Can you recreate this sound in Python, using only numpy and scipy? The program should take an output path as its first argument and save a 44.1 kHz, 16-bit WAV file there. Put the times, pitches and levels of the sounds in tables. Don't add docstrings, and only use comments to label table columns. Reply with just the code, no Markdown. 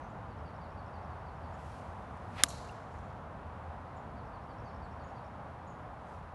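import sys
import numpy as np
from scipy import signal
from scipy.fft import rfft, irfft
from scipy.io import wavfile
from scipy.ndimage import uniform_filter1d

SR = 44100
rng = np.random.default_rng(int(sys.argv[2]) if len(sys.argv) > 2 else 0)


def natural_amplitude(level_db):
    exponent = np.asarray(level_db, float) / 20
    return 10 ** exponent


def pcm_store(signal):
    levels = np.round(np.clip(np.atleast_2d(signal), -1, 1) * 32767)
    wavfile.write(sys.argv[1], SR, levels.astype(np.int16).T)


N = 279682

# (time [s], level shift [dB])
TRAFFIC_COURSE = [(0, 1.5), (.6, -0.1), (1.8, 1.3), (3.0, 0.5), (4.2, -0.2), (5.1, 0), (6.34, -2.5)]
# (frequency [Hz], relative density [dB per Hz])
AIR_SPECTRUM = [(15, -42.5), (25, -15), (54, -2.5), (82, -0.5), (104, -2), (225, -9), (349, -16), (750, -7),
                (1010, -9), (1370, -15), (2240, -28.5), (4860, -44), (8000, -52), (11600, -54.5),
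                (12000, -70)]
BASS_DB, MIDDLE_DB, HUM_DB = -49, -49, -55.5
MIDDLE_FOLLOWS, HUM_FOLLOWS = .4, 2.1
HUM_HZ, HUM_WIDTH_HZ = 80.3, 4.93
TONE_HZ, TONE_DB = 9950, -93.5

# (time [s], whistle level [dB], tick level [dB])
WHISTLE_SONG = [(.295, -77, -75), (.455, -72.5, -74), (.612, -72.5, -76), (.772, -72.5, -73),
                (.937, -74, -75), (1.1, -78, -79), (1.262, -76, -76), (1.43, -76, -77), (3.87, -83, -90),
                (4.165, -76, -76), (4.33, -76, -76.5), (4.492, -74, -71.5), (4.655, -70.5, -71),
                (4.82, -74, -73), (4.995, -75, -73), (5.155, -74.5, -72.5)]
# (time [s], frequency [Hz], relative level [dB])
TICK_GLIDE = [(0, 6060, -8), (.004, 5300, -1), (.009, 5150, -4)]
WHISTLE_HZ, WHISTLE_DROP_HZ, WHISTLE_BEND, WHISTLE_S = 4650, 1500, 2.0, .07
WHISTLE_HOLD_S, WHISTLE_FADE_DB_PER_S = .032, 520
TICK_AFTER_S, TICK_GAP_S = .089, 0.017
# (time [s], level [dB], pitch factor [1])
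CHIP_CALLS = [(.012, -80, .88), (.035, -79, .88), (.095, -82, 1.0), (1.535, -79, 1.0), (3.963, -77, 1.0),
              (4.64, -81.5, 0.89), (4.68, -77, .75), (4.84, -85, 1.1), (5.038, -76.5, .96),
              (5.065, -80, .98), (5.67, -74.5, .97), (5.695, -75.5, .96)]
# (time [s], frequency [Hz], relative level [dB])
CHIP_GLIDE = [(0, 6600, -1), (.004, 7580, -3), (.008, 6980, 3.5), (.012, 6600, 0)]
WOOD_T60_S, WOOD_DB = 0.74, -5
THICKET_T60_S, THICKET_DB = .4, 3.0

# (top reached [s], time held [s], level [dB], rise [dB per s], fall [dB per s])
RUSTLE_MOVES = [(1.63, .17, -64.5, 140, 110), (1.88, .1, -73, 25, 35), (2.34, .03, -71, 50, 150),
                (2.398, .024, -52, 300, 600), (6.1, .055, -69, 150, 300), (6.2, 0.16, -79, 40, 30)]
# (frequency [Hz], relative density [dB per Hz])
CLOTH_SPECTRUM = [(1500, -33), (2500, -1.5), (4000, -6.5), (6400, -9.5), (11000, -14.5), (11900, -17.5),
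                  (12600, -46.5)]
# (time [s], level [dB])
CREASE_SNAPS = [(1.98, -72), (2.172, -64)]

# (time [s], share of top speed [1])
SWING_SPEED = [(2.3, .36), (2.345, .5), (2.374, .64), (2.387, 0.89), (2.41, 0.97), (2.425, .82),
               (2.436, .72)]
WHOOSH_DB, WHOOSH_HZ, WHOOSH_WIDTH_HZ = -42, 2200, 2200
WHOOSH_DB_PER_DECADE, PITCH_POWER = 61, .55

# (frequency [Hz], relative density [dB per Hz])
TREE_SPECTRUM = [(1500, -30), (2200, -8), (3300, -7), (4250, -1.5), (5050, -10), (6100, -3), (7000, -6),
                 (7800, -8.5), (9000, -11), (11500, -13), (12000, -34)]
# (arrival [s], level at 5 kHz [dB], t60 [s], tilt [dB per octave])
SCATTERER_STANDS = [(2.448, -55, .35, 0.5), (2.483, -44.5, .11, 11.0), (2.493, -50.5, .8, 1.2),
                    (2.56, -65, 2.2, -2.5), (2.9, -68, 1.1, 8.0)]
STAND_DEPTH = 0.0702
AIR_LOSS_DB_PER_S = 11
TILT_TOP_HZ = 7600
# (time [s], level [dB], centre [Hz], width [Hz], length [s])
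SINGLE_ECHOES = [(2.463, -48, 3597, 3595, .004), (2.71, -70, 9500, 4020, .012),
                 (3.101, -70.5, 4010, 3010, .004)]
PING_S, PING_WAVER_PER_S = 2.685, 300
# (time from its start [s], frequency [Hz], level [dB])
PING_GLIDE = [(0, 2300, -59), (.005, 2500, -52), (.009, 2680, -52), (.015, 2880, -60)]
CLIMB_S, CLIMB_DB, CLIMB_FALL_DB_PER_S = 2.495, -55.5, 95
CLIMB_HZ, CLIMB_HZ_PER_S, CLIMB_WIDTH_HZ = 4100, 3200, 850

# (frequency [Hz], relative level [dB], t60 [s])
HEAD_MODES = [(2100, -10, .005), (2816, -6.5, 0.0077), (3700, -1, 0.0029), (4688, -1.5, 0.0033),
              (5460, -4.5, 0.0036), (6600, -2.5, 0.0052), (7485, -6, 0.0039), (8870, -5.5, 0.0066),
              (9880, -11, .0055), (11500, -4.5, 0.0049), (12160, -16.5, 0.0033), (9000, -23, .024)]
# (frequency [Hz], relative level [dB], t60 [s])
THUD_MODES = [(277, -28.5, 0.064), (585, -27, 0.028), (942, -23.5, .016), (1194, -16, 0.025),
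              (1611, -8, .011)]
STRIKE_S, STRIKE_DB = 2.4359, -7
GROUND_LAG_S, GROUND_DB = 0.0005564, -0.5
SPRAY_DB, SPRAY_T60_S = -24.5, 0.028


def rms_one(x):
    return x / np.sqrt(np.mean(x ** 2) + 1e-20)


def in_time(rows, column):
    rows = np.array(rows)
    return np.interp(np.arange(N) / SR, rows[:, 0], rows[:, column])


def level(rows, db):
    t = np.arange(N) / SR
    inside = 1. * (t >= rows[0][0]) * (t <= rows[-1][0])
    return natural_amplitude(db) * uniform_filter1d(inside, size=200)


def swell(s, held, db, rise_db_per_s, fall_db_per_s):
    t = np.arange(N) / SR - s
    rise = 1 + natural_amplitude(np.minimum(-rise_db_per_s * t, 200))
    fall = 1 + natural_amplitude(np.minimum(fall_db_per_s * (t - held), 200))
    return natural_amplitude(db) / rise / fall


def drift(rate):
    knots = rng.standard_normal(int(N / SR * rate) + 2)
    return np.interp(np.arange(N) / SR * rate, np.arange(len(knots)), knots)


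def band(x, low_hz, high_hz):
    return signal.sosfilt(signal.butter(3, [low_hz, high_hz], "band", fs=SR, output="sos"), x)


def coloured(x, spectrum):
    hz, db = np.transpose(spectrum)
    grid = np.maximum(np.fft.rfftfreq(len(x), 1 / SR), 1)
    gain = natural_amplitude(np.interp(np.log(grid), np.log(hz), db))
    return irfft(rfft(x) * gain, len(x))


def narrow(width_hz, hz):
    slow = signal.lfilter(*signal.butter(2, width_hz / 2, fs=SR), rng.standard_normal((2, N)))
    phase = 2 * np.pi * np.cumsum(hz + np.zeros(N)) / SR
    return rms_one(slow[0] * np.cos(phase) + slow[1] * np.sin(phase))


def dying(t60):
    t = np.arange(SR // 2) / SR
    return rng.standard_normal(len(t)) * natural_amplitude(-60 * t / t60)


def note(shape, pitch):
    s, hz, db = np.transpose(shape)
    t = np.arange(int(s[-1] * SR)) / SR
    ends = np.clip(np.minimum(t, t[::-1]) / 0.0016, 0, 1)
    phase = 2 * np.pi * pitch * np.cumsum(np.interp(t, s, hz)) / SR
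    return np.sqrt(2) * ends * natural_amplitude(np.interp(t, s, db)) * np.sin(phase)


def ring(modes, t):
    waves = []
    for k, (hz, db, t60) in enumerate(modes):
        waves.append((-1) ** k * natural_amplitude(db - 60 * t / t60) * np.sin(2 * np.pi * hz * t))
    return sum(waves) * (1 - np.exp(-t / .00009))


def blur(x, t60, db):
    wood = dying(t60)
    return natural_amplitude(db) * signal.fftconvolve(x, wood / np.sqrt(np.sum(wood ** 2)))[:N]


def add(out, x, s):
    at = round(s * SR)
    out[at:at + len(x)] += x[:N - at]


def far_roar():
    air, shift_db = coloured(rng.standard_normal(N), AIR_SPECTRUM), in_time(TRAFFIC_COURSE, 1)
    low = signal.sosfiltfilt(signal.butter(2, 330, fs=SR, output="sos"), air)
    bass = rms_one(low) * natural_amplitude(BASS_DB + shift_db + 1.3 * drift(5.5))
    middle = rms_one(air - low) * natural_amplitude(MIDDLE_DB + MIDDLE_FOLLOWS * shift_db + .4 * drift(9.1))
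    hum = narrow(HUM_WIDTH_HZ, HUM_HZ) * natural_amplitude(HUM_DB + HUM_FOLLOWS * shift_db)
    tone = natural_amplitude(TONE_DB) * np.sin(2 * np.pi * TONE_HZ * np.arange(N) / SR)
    return bass + middle + hum + np.sqrt(2) * tone


def birds():
    first, second = np.zeros(N), np.zeros(N)
    t = np.linspace(0, WHISTLE_S, 30)
    whistle_hz = WHISTLE_HZ - WHISTLE_DROP_HZ * (t / WHISTLE_S) ** WHISTLE_BEND
    fade_db = -WHISTLE_FADE_DB_PER_S * np.maximum(t - WHISTLE_HOLD_S, 0)
    whistle = np.transpose([t, whistle_hz, fade_db])
    for s, whistle_db, tick_db in WHISTLE_SONG:
        pitch = 1 + .008 * rng.standard_normal()
        add(first, natural_amplitude(whistle_db) * note(whistle, pitch), s)
        add(first, natural_amplitude(tick_db) * note(TICK_GLIDE, 1), s + TICK_AFTER_S)
        add(first, natural_amplitude(tick_db) * note(TICK_GLIDE, 1.02), s + TICK_AFTER_S + TICK_GAP_S)
    for s, db, pitch in CHIP_CALLS:
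        add(second, natural_amplitude(db) * note(CHIP_GLIDE, pitch), s)
    flutter = natural_amplitude(1.3 * drift(140))
    direct = (first + second) * flutter
    return direct + blur(first, WOOD_T60_S, WOOD_DB) + blur(second, THICKET_T60_S, THICKET_DB)


def rustle():
    grains = rng.standard_normal(N) * natural_amplitude(1.4 * drift(201.1) + 0.57 * drift(25))
    moves = sum(swell(*row) for row in RUSTLE_MOVES)
    out = rms_one(coloured(grains, CLOTH_SPECTRUM)) * moves
    for s, db in CREASE_SNAPS:
        add(out, natural_amplitude(db) * band(dying(.03), 5000, 10000), s)
    return out


def whoosh():
    speed = in_time(SWING_SPEED, 1)
    rush = rms_one(band(rng.standard_normal(N), 400, 1900))
    gusts = natural_amplitude(1.5 * drift(179.26))
    vortices = narrow(WHOOSH_WIDTH_HZ, WHOOSH_HZ * speed ** PITCH_POWER) * gusts
    gain = level(SWING_SPEED, WHOOSH_DB + WHOOSH_DB_PER_DECADE * np.log10(speed))
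    return gain * (vortices + natural_amplitude(-2.5) * rush)


def scattered_tail(t):
    grains = rng.standard_normal(N) * natural_amplitude(2.0 * drift(260))
    tail, out = rms_one(coloured(grains, TREE_SPECTRUM)), np.zeros(N)
    edges_hz = np.geomspace(1700, 13000, 8)
    for low, high in zip(edges_hz, edges_hz[1:]):
        hz, power = np.sqrt(low * high), 0
        for s, db, t60, tilt in SCATTERER_STANDS:
            since = np.maximum(t - s, 0)
            build_up = 1 - np.exp(-since / (STAND_DEPTH * (s - STRIKE_S)))
            tilt_db = tilt * np.log2(min(hz, TILT_TOP_HZ) / 5000)
            power = power + (natural_amplitude(db + tilt_db - 60 * since / t60) * build_up) ** 2
        air = natural_amplitude(-AIR_LOSS_DB_PER_S * (hz / 8000) ** 2 * np.maximum(t - STRIKE_S, 0))
        out += band(tail, low, high) * np.sqrt(power) * air
    return out


def trees():
    t = np.arange(N) / SR
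    out = scattered_tail(t)
    for s, db, hz, width_hz, length in SINGLE_ECHOES:
        hump = np.exp(-((np.arange(800) / SR - length / 2) / length * 2) ** 2)
        burst = band(rng.standard_normal(800) * hump, hz - width_hz / 2, hz + width_hz / 2)
        add(out, natural_amplitude(db) * burst * np.sqrt(SR / 2 / width_hz), s)
    waver = .7 + .6 * drift(PING_WAVER_PER_S)[:int(PING_GLIDE[-1][0] * SR)]
    add(out, note(PING_GLIDE, 1) * waver, PING_S)
    climb_hz = CLIMB_HZ + CLIMB_HZ_PER_S * np.clip(t - CLIMB_S, 0, .4)
    climb = narrow(CLIMB_WIDTH_HZ, climb_hz)
    return out + climb * swell(CLIMB_S, .03, CLIMB_DB, 1500, CLIMB_FALL_DB_PER_S)


def strike():
    t, out = np.arange(SR // 10) / SR, np.zeros(N)
    click = ring(HEAD_MODES, t)
    bounce = natural_amplitude(GROUND_DB) * np.interp(t - GROUND_LAG_S, t, click, left=0)
    add(out, natural_amplitude(STRIKE_DB) * (click + bounce), STRIKE_S)
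    add(out, natural_amplitude(STRIKE_DB) * ring(THUD_MODES, t), STRIKE_S + 0.00027)
    add(out, natural_amplitude(SPRAY_DB) * band(dying(SPRAY_T60_S), 950, 11800), STRIKE_S + 0.0011)
    return out


def scene():
    return (far_roar() + birds() + rustle() + whoosh() + trees() + strike())[None]


def band_limit(x):
    return signal.sosfilt(signal.butter(12, 13150, fs=SR, output="sos"), x)


def record(dry):
    cut = signal.sosfilt(signal.cheby2(8, 45, 13300, fs=SR, output="sos"), dry)
    cut = signal.sosfilt(signal.butter(4, 42, "high", fs=SR, output="sos"), cut)
    return band_limit(cut)


dry = scene()
out = record(dry)
pcm_store(out)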